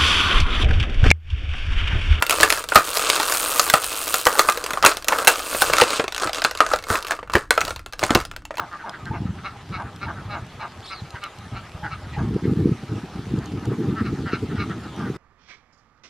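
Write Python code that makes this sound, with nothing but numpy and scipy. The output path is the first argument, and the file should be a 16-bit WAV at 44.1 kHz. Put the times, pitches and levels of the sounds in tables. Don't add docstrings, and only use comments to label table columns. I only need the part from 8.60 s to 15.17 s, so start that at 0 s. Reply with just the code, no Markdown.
import sys
import numpy as np
from scipy import signal
from scipy.fft import rfft, irfft, next_fast_len
from scipy.io import wavfile
from scipy.ndimage import uniform_filter1d, map_coordinates

SR = 44100
rng = np.random.default_rng(int(sys.argv[2]) if len(sys.argv) > 2 else 0)


def bounce(signal):
    frames = np.transpose(np.atleast_2d(signal))
    limited = np.clip(frames, -1, 1)
    pcm = np.round(limited * 32767).astype(np.int16)
    wavfile.write(sys.argv[1], SR, pcm)


N = 289737
TIME = np.arange(N) / SR

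# f/Hz, width/Hz, level/dB
QUACK_RESONANCES = [(1320, 190, 1.5), (800, 400, -19), (1720, 380, -12.5), (2250, 200, -3.5),
                    (2620, 260, -11), (2840, 200, -14), (3650, 450, -21), (4060, 260, -11),
                    (4550, 500, -23), (5100, 550, -25), (6000, 600, -31)]
GRUNT_RESONANCES = [(880, 330, 0), (280, 200, -8.5), (680, 160, -6), (1180, 330, -3), (1560, 260, -3),
                    (2180, 210, -7), (2750, 400, -14)]
CHATTER_RESONANCES = [(1350, 270, 3.5), (270, 160, -14), (850, 500, -13), (1830, 340, -2), (2900, 600, -15),
                      (4500, 1400, -23)]
CALL_KINDS = {"quack": (.11, .3), "grunt": (.08, -.5), "chatter": (.12, .3)}
THROAT_FOLLOWS = .22


def amp(db):
    return 10 ** (np.asarray(db) / 20)


def unit(x):
    return x / np.sqrt(np.mean(x ** 2) + 1e-20)


def read(points, hz):
    f, value = np.transpose(points)
    return np.interp(np.log(hz + 1), np.log(f + 1), value)


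def follow(curve):
    return np.interp(TIME, *np.transpose(curve))


def colour(x, points):
    size = next_fast_len(N + 4096)
    gain = amp(read(points, np.fft.rfftfreq(size, 1 / SR)))
    return irfft(rfft(x, size) * gain, size)[..., :N]


def drift(hz, size):
    knots = rng.standard_normal(4096)
    return np.interp(np.arange(size) * hz / SR, np.arange(len(knots)), knots)


def add(mix, s, sound):
    start = round(s * SR)
    sound = sound[max(-start, 0):]
    part = mix[max(start, 0):][:len(sound)]
    part += sound[:len(part)]


def air_rumble():
    # f/Hz, level/dB
    air_spectrum = [(30, -12), (70, 0), (130, -2), (300, -4), (430, -6), (600, -16), (1200, -50)]
    return amp(-51.5) * unit(colour(rng.standard_normal((2, N)), air_spectrum))


def wind_level():
    # t/s, level/dB
    breeze = [(0, -37), (.12, -56), (.33, -54), (.53, -30), (.74, -33.5), (.95, -45.5), (1.2, -41.5),
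              (1.76, -34.5), (1.88, -44), (2.7, -59), (3.6, -34.5), (3.8, -49), (4.5, -40.5), (4.83, -33.5),
              (5.01, -36), (5.75, -39), (6.15, -33.5), (6.3, -35.5), (6.57, -38)]
    # t/s, length/s, level/dB
    gust_rows = [(1.09, 0.098, -33), (1.238, 0.029, -29.5), (1.413, 0.079, -33), (1.567, 0.039, -33.5),
                 (1.819, 0.0063, -22), (2.16, 0.036, -35), (2.42, 0.022, -28.5), (2.534, 0.014, -34),
                 (2.757, 0.11, -38), (2.909, 0.067, -30), (3.0, 0.034, -38), (3.144, 0.015, -29.5),
                 (3.226, 0.031, -33), (3.293, 0.085, -34.5), (3.431, 0.017, -26), (3.485, 0.11, -34),
                 (3.57, 0.056, -22), (3.634, 0.019, -17.5), (3.663, 0.098, -23.5), (3.817, 0.02, -25.5),
                 (3.853, 0.075, -21), (3.951, 0.1, -23.5), (4.05, 0.069, -22.5), (4.108, 0.044, -31),
                 (4.225, 0.011, -24), (4.288, 0.02, -26.5), (4.309, 0.028, -22), (4.34, 0.046, -28),
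                 (4.43, 0.018, -26), (4.549, 0.041, -29), (4.657, 0.026, -34), (4.693, 0.089, -26),
                 (4.909, 0.04, -27.5), (4.935, 0.049, -26.5), (5.02, 0.059, -32.5), (5.067, 0.059, -20),
                 (5.172, 0.046, -23), (5.224, 0.084, -25), (5.267, 0.074, -22), (5.366, 0.045, -30.5),
                 (5.403, 0.019, -21.5), (5.438, 0.072, -25.5), (5.517, 0.033, -25.5), (5.57, 0.049, -26),
                 (5.627, 0.039, -26), (5.727, 0.032, -27), (5.816, 0.04, -26.5), (5.887, 0.066, -26.5),
                 (5.969, 0.052, -24.5), (6.051, 0.057, -31.5), (6.136, 0.016, -37), (6.364, 0.037, -29.5),
                 (6.41, 0.1, -29.5)]
    rise_s, fall_s = 0.011, 0.018
    linger = 0.42
    power = amp(follow(breeze)) ** 2
    for s, length, db in gust_rows:
        fall = fall_s + linger * length
        t = np.arange(0, length + fall, 1 / SR)
        rise = np.minimum(t / rise_s, 1)
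        decay = np.clip(1 - (t - length) / fall, 0, 1) ** 2
        add(power, s, (amp(db) * rise * decay) ** 2)
    return 10 * np.log10(power)


def wind():
    # f/Hz, level/dB
    eddy_spectrum = [(15, -47), (30, -26), (60, -6), (110, 5), (200, 3.5), (330, -2), (470, -11),
                     (500, -20), (540, -14), (900, -57.5)]
    # t/s, share (0-1)
    freshness = [(0, 0.33), (3.35, 0.07), (3.65, 0.28), (3.85, 0.57), (4.3, 0.43), (4.85, 0.43),
                 (5.12, 0.72), (5.21, 1), (5.3, 0.52), (5.6, 0.55), (6.3, 0.45), (6.57, 0.68)]
    # t/s, peak/dB, f/Hz
    buffet_rows = [(0.507, -18.5, 105), (0.608, -15, 122), (0.657, -13, 147), (0.696, -16, 110),
                   (.707, -14, 110), (2.423, -24.5, 119), (3.614, -10, 116), (3.749, -19, 202),
                   (3.759, -12, 171), (3.765, -9.5, 330), (3.856, -8.5, 263), (3.897, -14, 250),
                   (3.934, -11, 260), (4.0585, -4.5, 232), (4.073, -10.5, 336), (4.094, -8, 236),
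                   (4.331, -17, 159), (4.741, -9.5, 194), (5.119, -11, 330), (5.207, -28, 276),
                   (5.303, -12.5, 134), (5.735, -9.5, 290), (6.502, -14.5, 263)]
    lump_db, lumps_per_s = 3, 66
    side_db = -28

    eddies = colour(rng.standard_normal((2, N)), eddy_spectrum)
    slow = unit(colour(eddies[0], [(70, 5.5), (120, -3.5), (200, -15.5), (400, -32.5)]))
    fast, across = unit(colour(eddies, [(35, -30), (70, -18), (120, 1.0), (190, 4.0), (300, 6)]))
    force = np.clip(follow(freshness), 0, 1)
    gusts = (1 - force) ** 1.41 * slow + force * fast
    running_rms = np.sqrt(uniform_filter1d(gusts ** 2, size=2600) + 1e-9)
    strength = amp(wind_level() + lump_db * drift(lumps_per_s, N)) / running_rms
    gusts = gusts * strength

    t = np.arange(-900, 900) / SR
    for s, db, hz in buffet_rows:
        x = np.pi * hz * t
        add(gusts, s + t[0], amp(db) * (2 * x ** 2 - 1) * np.exp(-x ** 2) * np.hanning(len(t)))
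    side = amp(side_db) * force * across * strength
    return colour(np.array([gusts, side]),
                  [(20, -12), (45, -5.0), (85, -1.0), (480, 1.0), (550, -16.0), (1000, -2)])


def paddling():
    # f/Hz, level/dB
    wash_spectrum = [(300, -6), (550, -5), (680, -3), (810, 0), (1020, -5.5), (1350, -5.5), (2000, -8.5),
                     (3200, -10.5), (4100, -13), (6300, -20), (10000, -29), (13000, -36), (15000, -50)]
    # t/s, level/dB
    splash_level = [(0, -60), (2.9, -57.5), (6.57, -55.5)]
    _, _, z = signal.stft(rng.standard_normal((2, N)), SR, nperseg=512)
    patches = uniform_filter1d(rng.standard_normal(z.shape[1:]), size=8, axis=0)
    patches = unit(uniform_filter1d(patches, size=9, axis=1))
    wash = unit(signal.istft(z * amp(2.3 * patches), SR, nperseg=512)[1][:, :N])

    falls = rng.random(N) < 250 / SR
    drop_gain = amp(4.5 * np.minimum(rng.exponential(1, N), 3.0))
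    drops = falls * drop_gain * rng.standard_normal((2, N))
    spray = colour(wash + 0.33 * unit(drops), wash_spectrum)
    treble = colour(spray[0], [(4300, -64), (4600, 1.0)])
    return spray / np.std(treble) * amp(follow(splash_level))


def throat_ring(throat, main_hz, bright_db, body_db):
    f = np.fft.rfftfreq(2048, 1 / SR)
    power = 1e-7
    for hz, width, db in throat:
        hz *= (main_hz / throat[0][0]) ** (min(hz / throat[0][0], throat[0][0] / hz) ** 3)
        power = power + amp(db) ** 2 / (1 + (2 * (f - hz) / width) ** 2) ** 2
    tilt_db = read([(850, body_db), (1300, 0), (1750, 0), (2200, bright_db)], f)
    cepstrum = irfft(np.log(np.sqrt(power) * amp(tilt_db)))
    cepstrum[1:len(f) - 1] *= 2
    cepstrum[len(f):] = 0
    return irfft(np.exp(rfft(cepstrum)))[:len(f)]


def bill_rings(throat, main_hz, bright_db, body_db):
    shut = [(.97 * hz, width, db) for hz, width, db in throat]
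    open_ring = throat_ring(throat, main_hz, bright_db + 1, body_db)
    shut_ring = throat_ring(shut, .96 * main_hz, bright_db - 4, body_db)
    return open_ring, shut_ring


def call(length, pitch, rings, rough, arch, crest, sag):
    jitter, throat_wobble = .014, .018
    t = np.arange(int(length * SR) + 600) / SR
    u = np.minimum(t / length, 1)
    glide = -sag * (u - .5)
    pitch_glide = (1 - THROAT_FOLLOWS) * glide - arch * (u - .5) ** 2
    hz = pitch * (1 + pitch_glide + jitter * drift(200, len(t)))
    turns = np.cumsum(hz) / SR + rng.random()
    snaps = np.diff(np.floor(turns), prepend=0) * amp(1.1 * drift(220, len(t)))
    puffs = (.2 + np.exp(-(turns % 1) / .25)) * rng.standard_normal(SR)[:len(t)]

    swell = np.interp(u, [0, .1, crest, .85, 1], [0, .42, 1, .68, 0])
    drive = swell * (np.sqrt(1 - rough) * unit(snaps) + np.sqrt(rough) * unit(puffs))
    bill = swell * np.sqrt(swell)
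    voice = signal.fftconvolve(drive * bill, rings[0]) + signal.fftconvolve(drive * (1 - bill), rings[1])
    speed = 1 + THROAT_FOLLOWS * glide + throat_wobble * drift(70.6, len(t))
    return unit(map_coordinates(voice, [np.cumsum(speed)], order=3))


def duck(rows, throat, rough, arch, crest):
    out = np.zeros(N)
    for s, length, pitch, db, main_hz, bright_db, body_db, sag in rows:
        rings = bill_rings(throat, main_hz, bright_db, body_db)
        add(out, s - .002, amp(db) * call(length + .004, pitch, rings, rough, arch, crest, sag))
    return out


def far_flock(count=175):
    # t/s, level/dB
    gabble_level = [(0, -49.5), (1.5, -50.5), (2.6, -53), (3.8, -49), (4.5, -53), (5.2, -48), (5.9, -52),
                    (6.57, -51)]
    out = np.zeros((2, N))
    for k, (when, size, pitch, length, near, bearing, bend) in enumerate(rng.random((count, 7))):
        throat = [CHATTER_RESONANCES, GRUNT_RESONANCES, QUACK_RESONANCES][k % 3]
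        throat = [(hz * (.82 + .2 * size), width, db) for hz, width, db in throat]
        rings = bill_rings(throat, throat[0][0], bright_db=-2, body_db=4)
        voice = call(.04 + .03 * length, 160 + 60 * pitch, rings, rough=.18, arch=.3, crest=.5, sag=.4 * bend)
        voice = amp(5.5 * near) * voice
        s = (k + 1.5 * when - 1) / count * N / SR
        add(out[0], s, voice)
        add(out[1], s, voice * 3 * (bearing - .5))
    running_rms = np.sqrt(uniform_filter1d(out[0] ** 2, size=SR // 2) + 1e-9)
    return out / running_rms * amp(follow(gabble_level))


def banks(x):
    # f/Hz, t60/s
    bank_decay = [(300, 0.11), (1500, 0.11), (4000, 0.066), (10000, 0.081)]
    hits = rng.standard_normal((2, SR // 2))
    taps = hits * (rng.random((2, SR // 2)) < 2500 / SR)
    hz, t, z = signal.stft(taps, SR, nperseg=256)
    decay = amp(-60 * t / read(bank_decay, hz)[:, None])
    build_up = np.minimum(t / 0.0047, 1)
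    tail = signal.istft(z * decay * build_up, SR, nperseg=256)[1]
    return signal.fftconvolve(x[None], tail / np.linalg.norm(tail[0]), axes=1)[:, :N]


def bird():
    # t/s, length/s, top f/Hz, level/dB
    chip_rows = [(2.224, 0.015, 3560, -45), (2.237, 0.033, 4540, -44.5), (2.254, 0.015, 3640, -43),
                 (2.257, 0.016, 5400, -45), (2.272, 0.0216, 4040, -39.5), (2.285, 0.0166, 4900, -46),
                 (2.292, 0.0247, 4240, -41.5)]
    chip_arch = 0.252
    chip_octave, whistle_octave = 0.18, 0.05
    hoarse = 0.046
    whistle_s, whistle_length_s, whistle_hz, whistle_db = 2.312, .102, 4150, -43
    slide_hz, slide_s, quaver_hz, quaver_per_s = 1110, 0.033, 110, 69
    drop_s, drop_hz_per_s = 0.016, 83000

    notes = []
    for s, length, top_hz, db in chip_rows:
        u = np.linspace(-1, 1, int(length * SR))
        notes.append((s, top_hz * (1 - chip_arch * u ** 2), db, chip_octave))
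    t = np.arange(0, whistle_length_s, 1 / SR)
    slide = slide_hz * np.exp(-(t / slide_s) ** 2)
    quaver = quaver_hz * np.sin(2 * np.pi * quaver_per_s * t)
    drop = drop_hz_per_s * np.maximum(t - whistle_length_s + drop_s, 0)
    notes.append((whistle_s, whistle_hz + slide + quaver - drop, whistle_db, whistle_octave))

    out = np.zeros(N)
    for s, hz, db, octave in notes:
        phase = 2 * np.pi * np.cumsum(hz * (1 + hoarse * drift(1150, len(hz)))) / SR
        tone = (np.sin(phase) + octave * np.sin(2 * phase)) * signal.windows.tukey(len(hz), .3)
        add(out, s, amp(db + 1.5 * drift(590, len(hz))) * tone)
    return out


def ticks():
    # t/s, peak/dB, ring f/Hz
    tick_rows = [(0.2942, -29.5, 5060), (0.4547, -36.5, 4180), (1.3604, -38, 5140), (1.866, -43, 2830),
                 (2.505, -34.5, 4050), (2.6382, -28, 2980), (2.786, -37.5, 4150), (4.788, -39, 7200),
                 (4.8576, -35.5, 6540), (5.0544, -35, 9000), (6.362, -39, 5800)]
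    # multiple of its f, level/dB, t60/s
    ring_partials = [(1, -6.5, 0.02), (.66, -4, 0.01), (1.45, -20, 0.002)]
    out, t = np.zeros(N), np.arange(1500) / SR
    for s, db, hz in tick_rows:
        crack = rng.standard_normal(len(t)) * np.exp(-(t / .003) ** 2)
        ring = sum(amp(level - 60 * t / t60) * np.sin(2 * np.pi * hz * k * t)
                   for k, level, t60 in ring_partials)
        tick = (ring + .6 * crack) * np.minimum(t / .0012, 1)
        add(out, s, amp(db + 4) * tick / abs(tick).max())
    return colour(out, [(1200, -44), (3000, 8.0), (8000, 1), (15000, -16.0)])


def hoots():
    # t/s, length/s, f/Hz, level/dB
    hoot_rows = [(0.238, 0.018, 917, -33.5), (0.51, 0.019, 857, -31), (1.171, 0.016, 842, -38),
                 (1.463, 0.019, 886, -36), (2.005, 0.015, 883, -34.5), (2.541, 0.013, 1015, -35.5),
                 (3.224, 0.045, 837, -34), (3.564, 0.016, 848, -31)]
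    out = np.zeros(N)
    for s, length, hz, db in hoot_rows:
        u = np.linspace(0, 1, int(length * SR))
        wander = 1 - 0.036 * (u - .5) + 0.035 * drift(267, len(u))
        phase = 2 * np.pi * np.cumsum(hz * wander) / SR
        swell = np.sqrt(2 * abs(np.sin(np.pi * u))) * amp(db + drift(530, len(u)))
        add(out, s, swell * (np.sin(phase) + 0.11 * np.sin(2 * phase)))
    return out


def chattering():
    # t/s, length/s, pitch f/Hz, level/dB, main resonance f/Hz, brightness/dB, body/dB, pitch fall (share)
    chatter_rows = [(0.11, 0.05, 172, -37.5, 1310, -7, 2, 0.35), (0.187, 0.04, 160, -42, 1500, -9, 3, .5),
                    (0.323, 0.043, 178, -40.5, 1520, -7, 0, 0.58),
                    (0.452, 0.042, 172, -41, 1520, -9, 2, 0.097),
                    (1.235, 0.065, 177, -48.5, 1370, -11, -2, 0.14),
                    (1.553, 0.054, 188, -43, 1440, -9, 7, 0.17),
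                    (2.543, 0.034, 199, -40.5, 1500, 1, 3, 0.23),
                    (3.23, 0.046, 158, -34, 1490, -4.5, 6, 0.14),
                    (3.433, 0.028, 178, -47.5, 1440, -3, 6, 0.12),
                    (3.83, 0.039, 194, -47.5, 1680, 5, -8, .1), (4.8, 0.041, 189, -50, 1600, -7, -2, 0.18),
                    (5.025, 0.038, 183, -43.5, 1400, -5, 19, 0.22),
                    (5.095, 0.038, 191, -46.5, 1220, -11, 8, 0.14),
                    (5.355, 0.061, 211, -35, 1330, -5, -6, 0.27),
                    (5.655, 0.055, 192, -35.5, 1410, 1, 0.5, .15),
                    (5.89, 0.049, 192, -45.5, 1400, 0, 1, 0.21),
                    (5.95, 0.048, 200, -42.5, 1410, 1, 5, 0.22),
                    (6.09, 0.043, 184, -39, 1300, -2, -7, 0.23),
                    (6.225, 0.055, 180, -47, 1370, -10, -7, 0.22),
                    (6.37, 0.058, 172, -45.5, 1310, -12, 8, 0.21),
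                    (6.43, 0.071, 203, -44, 1410, -5, -4, 0.18)]
    return duck(chatter_rows, CHATTER_RESONANCES, *CALL_KINDS["chatter"], crest=0.47)


def grunting():
    # t/s, length/s, pitch f/Hz, level/dB, main resonance f/Hz, brightness/dB, body/dB, pitch fall (share)
    grunt_rows = [(-0.012, 0.059, 187.6, -36, 914, -13, 0.5, .45),
                  (0.25, 0.051, 192.7, -36, 900, -9, 1.5, 0.54),
                  (0.53, 0.043, 183.6, -36.5, 950, 2, 2, 0.41),
                  (1.182, 0.051, 183.8, -36, 930, -14, 0.5, 0.46),
                  (1.474, 0.044, 190.8, -34.5, 890, -12, -2.5, 0.5),
                  (1.738, 0.045, 183.2, -35.5, 900, -5.5, -0.5, 0.58),
                  (2.022, 0.044, 192.3, -36, 910, -6, -1.5, 0.416),
                  (3.578, 0.04, 177.2, -38, 880, -14, -2, 0.64),
                  (6.385, 0.091, 203.8, -42, 860, -13, -5, 0.34)]
    return duck(grunt_rows, GRUNT_RESONANCES, *CALL_KINDS["grunt"], crest=0.4)


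def quacking():
    # t/s, length/s, pitch f/Hz, level/dB, main resonance f/Hz, brightness/dB, body/dB, pitch fall (share)
    quack_rows = [(0.834, 0.053, 202, -35.5, 1320, -3.5, 0, -.06),
                  (1.118, 0.062, 188.6, -35.5, 1314, -2.5, 5, 0.096),
                  (1.405, 0.059, 196, -36, 1335, -1.5, 7, .1),
                  (1.692, 0.068, 205.2, -36, 1354, -3, 11.5, 0.17),
                  (1.995, 0.045, 203.4, -37.5, 1330, -2.5, 9, 0.13),
                  (2.298, 0.049, 192.6, -37, 1316, 1, 2, 0.192),
                  (2.612, 0.061, 198, -37.5, 1330, -1.5, 6, 0.24),
                  (2.94, 0.056, 186.1, -39, 1320, -3.5, 7, -0.12),
                  (3.303, 0.047, 186.6, -37.5, 1304, -4, 0, .05),
                  (3.525, 0.037, 187, -43, 1930, -6, 9, 0.21),
                  (5.44, 0.052, 200, -38.5, 1330, -3.5, -3, .2),
                  (5.710, 0.056, 191.9, -32, 1340, -2.5, -5, -.2),
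                  (5.977, 0.064, 202, -35, 1323, -1, -1, 0.072)]
    return duck(quack_rows, QUACK_RESONANCES, *CALL_KINDS["quack"], crest=0.43)


def scene():
    # f/Hz, level/dB
    side_spectrum = [(100, -59), (500, -20.5), (1000, -28.5), (2000, -12.5), (4000, -9.5), (8000, -1.5),
                     (12000, 7)]
    near = quacking() + grunting() + chattering() + hoots() + bird()
    flock = far_flock()
    direct = (near + ticks()) * np.array([[1], [.7]])
    echoes = amp(-4.5) * banks(near) + amp(-3.0) * banks(flock[0])
    mid, side = direct + echoes + flock + paddling() + air_rumble()
    side = colour(side, side_spectrum)
    side = signal.hilbert(side, next_fast_len(N))[:N].imag
    mid, side = np.array([mid, side]) + wind()
    return np.array([mid + side, mid - side])


def record(dry):
    edge_hz = 15450
    low_pass = signal.firwin(511, edge_hz, window=("kaiser", 9), fs=SR)
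    return signal.oaconvolve(dry, low_pass[None], "same")


dry = scene()
out = record(dry)
bounce(out)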